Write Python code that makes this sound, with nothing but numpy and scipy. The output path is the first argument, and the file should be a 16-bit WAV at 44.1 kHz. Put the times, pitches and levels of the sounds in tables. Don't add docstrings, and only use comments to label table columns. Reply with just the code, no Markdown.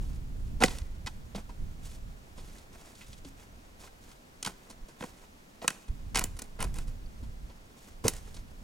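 import sys
import numpy as np
from scipy import signal
from scipy.fft import rfft, irfft, next_fast_len
from scipy.io import wavfile

SR = 44100
rng = np.random.default_rng(int(sys.argv[2]) if len(sys.argv) > 2 else 0)


def transcribe(signal):
    frames = np.atleast_2d(signal).T
    limited = np.clip(frames, -1, 1)
    pcm = np.round(limited * 32767).astype(np.int16)
    wavfile.write(sys.argv[1], SR, pcm)


N = 380583
TIME = np.arange(N) / SR


def undb(db):
    return 10 ** (np.asarray(db) / 20)


def unit(x):
    return x / np.sqrt(np.mean(x ** 2) + 1e-20)


def along(points, hz):
    f, value = np.transpose(points)
    return np.interp(np.log(hz + 1), np.log(f), value)


def colour(x, points):
    size = next_fast_len(x.shape[-1])
    gain = undb(along(points, np.fft.rfftfreq(size, 1 / SR)))
    return irfft(rfft(x, size) * gain, size)[..., :x.shape[-1]]


def causal(gain):
    cepstrum = irfft(np.log(gain))
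    half = len(cepstrum) // 2
    cepstrum[1:half] *= 2
    cepstrum[half + 1:] = 0
    return np.exp(rfft(cepstrum))


def resonances(modes, hz):
    response = 0
    for k, (f, width, db) in enumerate(modes):
        damping = 1j * hz * width
        response = response + (-1) ** k * undb(db) * damping / (f ** 2 - hz ** 2 + damping)
    return response


def walk(rate):
    return 1.2 * np.interp(TIME * rate, np.arange(4096), rng.standard_normal(4096))


def swell(start, rise_s, fall_db_per_s):
    age = TIME - start
    return np.clip(age / rise_s, 0, 1) * undb(-fall_db_per_s * np.maximum(age - rise_s, 0))


def stereo_noise(points, spread):
    mid, side = colour(rng.standard_normal((2, N)), points)
    return unit(mid + colour(side, spread) * np.array([[1], [-1]]))


def air():
    # frequency in Hz, relative level in dB.
    air_colour = [(20, -7), (60, -20.5), (130, -12.5), (220, -7), (350, -15.5), (600, -18.5), (1260, -26),
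                  (2500, -29.5), (6600, -31.5), (9000, -36), (15500, -38.5)]
    # frequency in Hz, gain of the side against the mid in dB.
    air_width = [(80, -46), (350, -2.5), (700, 3.5), (1400, 7), (2800, 3.5), (5600, -3), (11000, -4.5)]
    return stereo_noise(air_colour, air_width) * undb(-56.5)


def wind(wind_db=-1, flutter_db=2, buffet_db=0):
    # start in seconds, level in dB before wind_db, dying away in dB per second.
    gust_list = [(-.1, -31, 9), (1.56, -39, 13.5), (3.04, -48, 17.5), (5.87, -35, 16.5), (6.58, -30, 26.5),
                 (7.17, -38.5, 35), (7.87, -49, 2), (8.02, -42.5, 11)]
    # middle in seconds, peak in dB before buffet_db, speed in Hz.
    buffet_list = [(0.824, -26.5, 43.7), (1.054, -32.5, 62), (4.83, -37.5, 20.4), (5.904, -24.5, 38.2),
                   (6.676, -28, 38.3), (7.233, -32.5, 45.8)]
    # frequency in Hz, relative level in dB.
    rumble_colour = [(10, -10.5), (18, 2), (32, 1.5), (86, -8.5), (167, -17.5), (286, -28), (600, -46),
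                     (1300, -63)]
    # frequency in Hz, gain of the side against the mid in dB.
    rumble_width = [(25, -21), (70, -10), (200, 0)]
    calm_db, rise_s = -59, 0.052
    power = undb(calm_db) ** 2
    for start, db, fall in gust_list:
        power = power + (undb(db) * swell(start, rise_s, fall)) ** 2
    flutter = undb(wind_db + flutter_db * walk(11))
    rumble = stereo_noise(rumble_colour, rumble_width) * np.sqrt(power) * flutter
    for middle, db, hz in buffet_list:
        phase = 2 * np.pi * hz * (TIME - middle)
        rumble = rumble - undb(db + buffet_db) * phase * np.exp((1 - phase ** 2) / 2)
    return rumble * undb([[-1.1], [1.1]])


def woods(x, far_db=-23, far_t60=0.61, side_db=-4):
    near_db, near_t60, build_s = -13, .045, .003
    t = np.arange(SR) / SR
    tail = 0
    for db, t60 in (near_db, near_t60), (far_db, far_t60):
        envelope = np.exp(-np.log(1000) * t / t60) * np.minimum(t / build_s, 1)
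        mid, side = rng.standard_normal((2, SR)) * envelope
        echoes = unit(mid + undb(side_db) * side * np.array([[1], [-1]]))
        tail = tail + undb(db) * echoes / np.sqrt(SR)
    scattered = signal.fftconvolve(x[None], tail, axes=1)[:, :N]
    return colour(scattered, [(150, -5), (600, -2), (2000, 0), (6000, -1), (14000, -3)])


def ports(x):
    # frequency in Hz, left minus right in dB.
    balance = [(100, 0), (380, -1), (700, -2.5), (2400, -1.5), (4400, -1.5), (12000, -1)]
    # frequency in Hz, lead of the left in radians.
    lead = [(100, .1), (430, 0.57), (1000, 1.25), (2000, 0.98), (3400, 0.88), (5500, 0.42), (8000, 0.37),
            (12000, 0.27), (16000, .05)]
    size = next_fast_len(N)
    hz = np.fft.rfftfreq(size, 1 / SR)
    lean = undb(along(balance, hz) / 2) * np.exp(.5j * along(lead, hz))
    return irfft(rfft(x, size) * np.array([lean, 1 / lean]), size)[:, :N]


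def crumbs(rate, spread_db, ring_s):
    size_db = spread_db * np.minimum(rng.exponential(size=N), 5)
    sizes = undb(size_db) * (rng.random(N) < rate / SR)
    decay = np.exp(-np.arange(400) / SR / ring_s)
    power = signal.fftconvolve(sizes ** 2, decay)[:N]
    return unit(np.sqrt(np.abs(power)) * rng.standard_normal(N))


def friction():
    # start in seconds, fine hiss in dB,
    # coarse scrape in dB, time to fade by 60 dB in seconds; dB before the trims in scraping.
    spill_list = [(.612, -37.5, -38, 0.41), (1.065, -51, -59, 0.19), (1.35, -52.5, -45, 0.3),
                  (4.451, -45, -43.5, 0.27), (5.62, -51.5, -48, 0.47), (5.68, -51, -48.5, 0.42),
                  (6.151, -40, -38, .33), (6.613, -43.5, -37, 0.21), (8.041, -43.5, -44, 0.48)]
    # start in seconds, length in seconds,
    # fine hiss in dB, coarse scrape in dB; dB before the trims in scraping.
    stroke_list = [(-0.005, 0.17, -61.5, -63.5), (0.692, 0.1, -53.5, -55.5), (1.812, 0.14, -55.5, -69),
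                   (2.349, 0.27, -59.5, -61.5), (2.718, 0.203, -58, -56.5), (2.955, 0.23, -58, -75),
                   (3.233, 0.051, -59, -65), (3.363, 0.066, -60.5, -57), (3.782, 0.084, -56.5, -56),
                   (4.006, 0.12, -60.5, -65), (4.58, 0.15, -65, -59), (4.983, .11, -55, -53.5),
                   (5.126, .12, -65, -62), (6.392, 0.089, -64, -59.5), (6.73, 0.084, -55, -53),
                   (7.68, 0.12, -83, -65), (7.758, .15, -62.5, -74), (8.125, 0.052, -57.5, -68),
                   (8.246, 0.15, -60, -60)]
    spill_rise_s = 0.0052
    attack_s, release_s, sag_db_per_s = 0.024, 0.021, 14
    power = undb([[-72], [-68]]) ** 2
    for start, hiss_db, grit_db, t60 in spill_list:
        spill = swell(start, spill_rise_s, 60 / t60)
        power = power + (undb([[hiss_db], [grit_db]]) * spill) ** 2
    for start, length, hiss_db, grit_db in stroke_list:
        release = np.exp(-np.maximum(TIME - start - length, 0) / release_s)
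        stroke = swell(start, attack_s, sag_db_per_s) * release
        power = power + (undb([[hiss_db], [grit_db]]) * stroke) ** 2
    return np.sqrt(power)


def scraping(hiss_db=0.0, grit_db=-1):
    # frequency in Hz, relative gain in dB.
    hiss_colour = [(1200, -2), (3000, 0.5), (4500, 0), (7000, 1.5), (10500, -4), (12500, -9.5),
                   (16000, -13.5)]
    # frequency in Hz, relative gain in dB.
    grit_colour = [(120, 1.5), (250, 1.5), (500, 4), (1000, -0.5), (1600, -5.5), (2600, -7), (4000, -36.5),
                   (9000, -33)]
    hiss = unit(colour(crumbs(rate=1500, spread_db=1.5, ring_s=0.0021), hiss_colour))
    grit = unit(colour(crumbs(rate=700, spread_db=3.0, ring_s=0.0028), grit_colour))
    slip = unit(undb(1.8 * walk(70)))
    fine, coarse = friction()
    return slip * (hiss * fine * undb(hiss_db) + grit * coarse * undb(grit_db))


def rings():
    # start in seconds, pitch in Hz, level in dB before build-up and decay,
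    # time to fade by 60 dB in seconds.
    note_list = [(.624,770,-16,0.048), (.640,516,-4.5,0.024), (0.64,207,-24,0.034), (1.071,857,-34.5,0.058),
                 (1.353,211,-29.5,0.14), (1.494,950,-43,0.067), (3.013,2230,-40.5,0.012),
                 (3.253,272,-41.5,0.21), (4.462,158,-29.5,0.078), (4.47,1514,-28.5,0.052),
                 (5.024,495,-31.5,0.085), (5.623,654,-28.5,0.025), (5.643,490,-26.5,0.051),
                 (5.684,1630,-17,0.01), (7.061,4600,-48.5,0.014), (7.227,253,-30.5,0.035),
                 (8.051,443,-9.5,0.024), (8.047,107,-8.5,0.043)]
    t = np.arange(SR // 3) / SR
    out = np.zeros(N + len(t))
    for s, hz, db, t60 in note_list:
        start = int(s * SR)
        contact = 1 - np.exp(-t * hz)
        decay = np.exp(-np.log(1000) * t / t60)
        out[start:start + len(t)] += undb(db) * contact * np.sin(2 * np.pi * hz * t) * decay
    return out[:N]


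def breaks(thud_db=0, knock_db=-2.0, snap_db=-.5, thud_stretch=0.6, fall=1.94, jagged=0.9, softness=0.45):
    # start in seconds, thud in dB, knock in dB, snap in dB
    # (all before the trims above), brightness of the snap in dB, time scale of the burst in seconds
    break_list = [ (.603, -35, -39.5, -45, -2, 0.0063), (0.61, -29, -25, -40, -7, 0.015),
                  (.6225, -25, -26, -35, -12, 0.0014), (0.6364, -29.5, -16.5, -25, 4.5, 0.0013),
                  (.6398, -21, -32, -28.5, -6, 0.0024), (0.646, -42, -37, -34.5, 5, 0.0058),
                  (0.658, -46, -52, -35.5, -5, .004), (0.68, -40, -39.5, -40, -15, 0.0034),
                  (.703, -48, -48, -48, -9, 0.012), (0.785, -70, -55, -46, 1, 0.0019),
                  (0.818, -70, -61, -58, -15, .0015), (1.0617, -50, -44, -46.5, 1, 0.0028),
                  (1.0683, -45, -36, -38.5, -10, 0.0067), (1.348, -36, -44.5, -50.5, -12, 0.0035),
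                  (1.355, -51, -50, -45, -9, 0.0095), (1.375, -40, -46, -57, -3, 0.014),
                  (1.49, -49, -50.5, -60, -2, 0.011), (2.373, -47.5, -53, -52, -3, 0.025),
                  (2.581, -53.5, -63, -56, 0, 0.0073), (2.95, -61, -63, -55.5, -1, 0.0072),
                  (3.005, -88, -49.5, -57, -25, 0.021), (3.128, -66, -58, -50.5, -7, .01),
                  (3.247, -47.5, -59, -53, -9, 0.0056), (3.871, -72, -52, -64, -3, 0.0063),
                  (4.114, -70, -60, -57.5, -1, .004), (4.4267, -52, -44, -35.5, 0.5, 0.0031),
                  (4.447, -57, -39, -37, 3, 0.0042), (4.461, -47, -37, -35, -3, 0.0032),
                  (4.47, -38.5, -34, -40, 4, 0.0063), (4.696, -51, -51, -48, 3.5, 0.015),
                  (4.88, -51.5, -54, -55, 3, 0.019), (5.0068, -39, -42.5, -53.5, -25, 0.0025),
                  (5.023, -47, -40.5, -55, -12, 0.0031), (5.0365, -38.5, -39, -56, -1, 0.0043),
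                  (5.616, -50, -50, -51, -30, 0.0048), (5.641, -40.5, -39, -54, -15, 0.0067),
                  (5.6781, -42, -24, -23, 2, 0.0025), (5.7027, -45, -38.5, -42, 9, 0.0026),
                  (5.879, -54, -55, -58.5, -2, 0.0077), (6.146, -43, -35.5, -37, -3, 0.0038),
                  (6.1557, -36, -26, -27.5, -1, .0055), (6.171, -41, -31, -29.5, 4, 0.0034),
                  (6.176, -45, -36, -39, -7, 0.0033), (6.186, -42, -33, -36, 0, 0.0014),
                  (6.193, -49, -34, -29, 16, 0.0014), (6.208, -41, -34, -41, 5, 0.011),
                  (6.239, -38.5, -42, -30, 18, .0024), (6.245, -56, -48.5, -48, 29, 0.016),
                  (6.366, -57, -56, -54, 10, .0055), (6.389, -52, -45.5, -42, 11, 0.005),
                  (6.4185, -46.5, -48.5, -40.5, 10, 0.0027), (6.439, -60, -66, -60, 10, .003),
                  (6.588, -41, -41, -52, -2, 0.012), (6.602, -52.5, -35.5, -41.5, 12, 0.0055),
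                  (6.61, -43, -40, -44, -22, .005), (6.626, -48, -34.5, -35, 11, .0018),
                  (6.639, -39.5, -40.5, -43, 3, .006), (6.741, -62, -58, -50, 10, .0025),
                  (6.752, -54, -50, -52, 16, 0.017), (6.785, -51, -45, -45, 6, 0.0019),
                  (6.871, -67, -56, -54.5, 5, 0.016), (7.226, -55, -58, -59, -4, 0.019),
                  (7.494, -51, -56, -60.5, -15, 0.014), (8.04, -35, -42, -51, 7, 0.0024),
                  (8.049, -27, -36, -41.5, 4, 0.017), (8.067, -45, -39, -43, 7, 0.0052),
                  (8.0805, -34.5, -31, -21.5, 11, 0.0024), (8.09, -47, -46, -38, 19, .008),
                  (8.135, -55, -50, -48, 7, .003), (8.164, -56, -58, -51.5, 9, .003),
                  (8.342, -56, -66, -51, 1, 0.0076), (8.364, -60, -55, -50.5, -9, 0.0071)]
    # frequency in Hz, width in Hz, relative gain in dB.
    hollow_modes = [(118, 175, -8.5), (181.5, 55, 1), (251.4, 59, 0), (365, 43, -6.5), (496, 105, -3.5)]
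    # frequency in Hz before the change of size,
    # width in Hz, relative gain in dB.
    piece_modes = [(752, 25, 4), (958, 190, 4.5), (1366, 130, 2.5), (1540, 44, 5.5), (1996, 170, 1.5),
                   (2510, 127, 1), (3026, 97, -3.5)]
    # frequency in Hz, relative gain in dB.
    snap_colour = [(1500, -29), (2600, -7), (3100, 1), (3700, 0), (4500, 1.5), (5700, 0), (7200, -1),
                   (10600, -5), (12000, -16), (15500, -22)]
    size = 4096
    span = .01 * SR
    t, hz = np.arange(size) / SR, np.fft.rfftfreq(size, 1 / SR)
    hollow = resonances(hollow_modes, hz) / (1 + 1j * hz / 900) ** 2
    treble = along([(3500, -0.43), (15000, 0.83)], hz)
    upper = along([(700, -1.0), (2800, 0.66)], hz)
    out = np.zeros(N + size)
    for s, thud, knock, snap, bright, length in break_list:
        fractures = rng.standard_normal((3, size)) * np.exp(jagged * rng.standard_normal(size))
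        piece = resonances(piece_modes, hz * rng.uniform(.96, 1.04))
        contact = causal(undb(softness * (snap - thud) * upper))
        edge = causal(undb(along(snap_colour, hz) + bright * treble))
        parts = [(hollow, thud + thud_db, thud_stretch),
                 (piece * contact, knock + knock_db, 1),
                 (edge, snap + snap_db, 1)]
        start = int(s * SR)
        for force, (body, db, stretch) in zip(fractures, parts):
            age = t / max(length * stretch, 1e-4)
            burst = force * age * np.exp(-fall * age)
            ring = irfft(rfft(burst) * body)
            out[start:start + size] += undb(db) * ring * np.sqrt(span / np.sum(ring ** 2))
    return out[:N]


def scene():
    work = breaks() + rings() + scraping()
    return ports(work) + woods(work) + wind() + air()


def record(dry):
    top_hz = 15800
    return signal.sosfilt(signal.ellip(8, .2, 70, top_hz, fs=SR, output="sos"), dry)


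dry = scene()
out = record(dry)
transcribe(out)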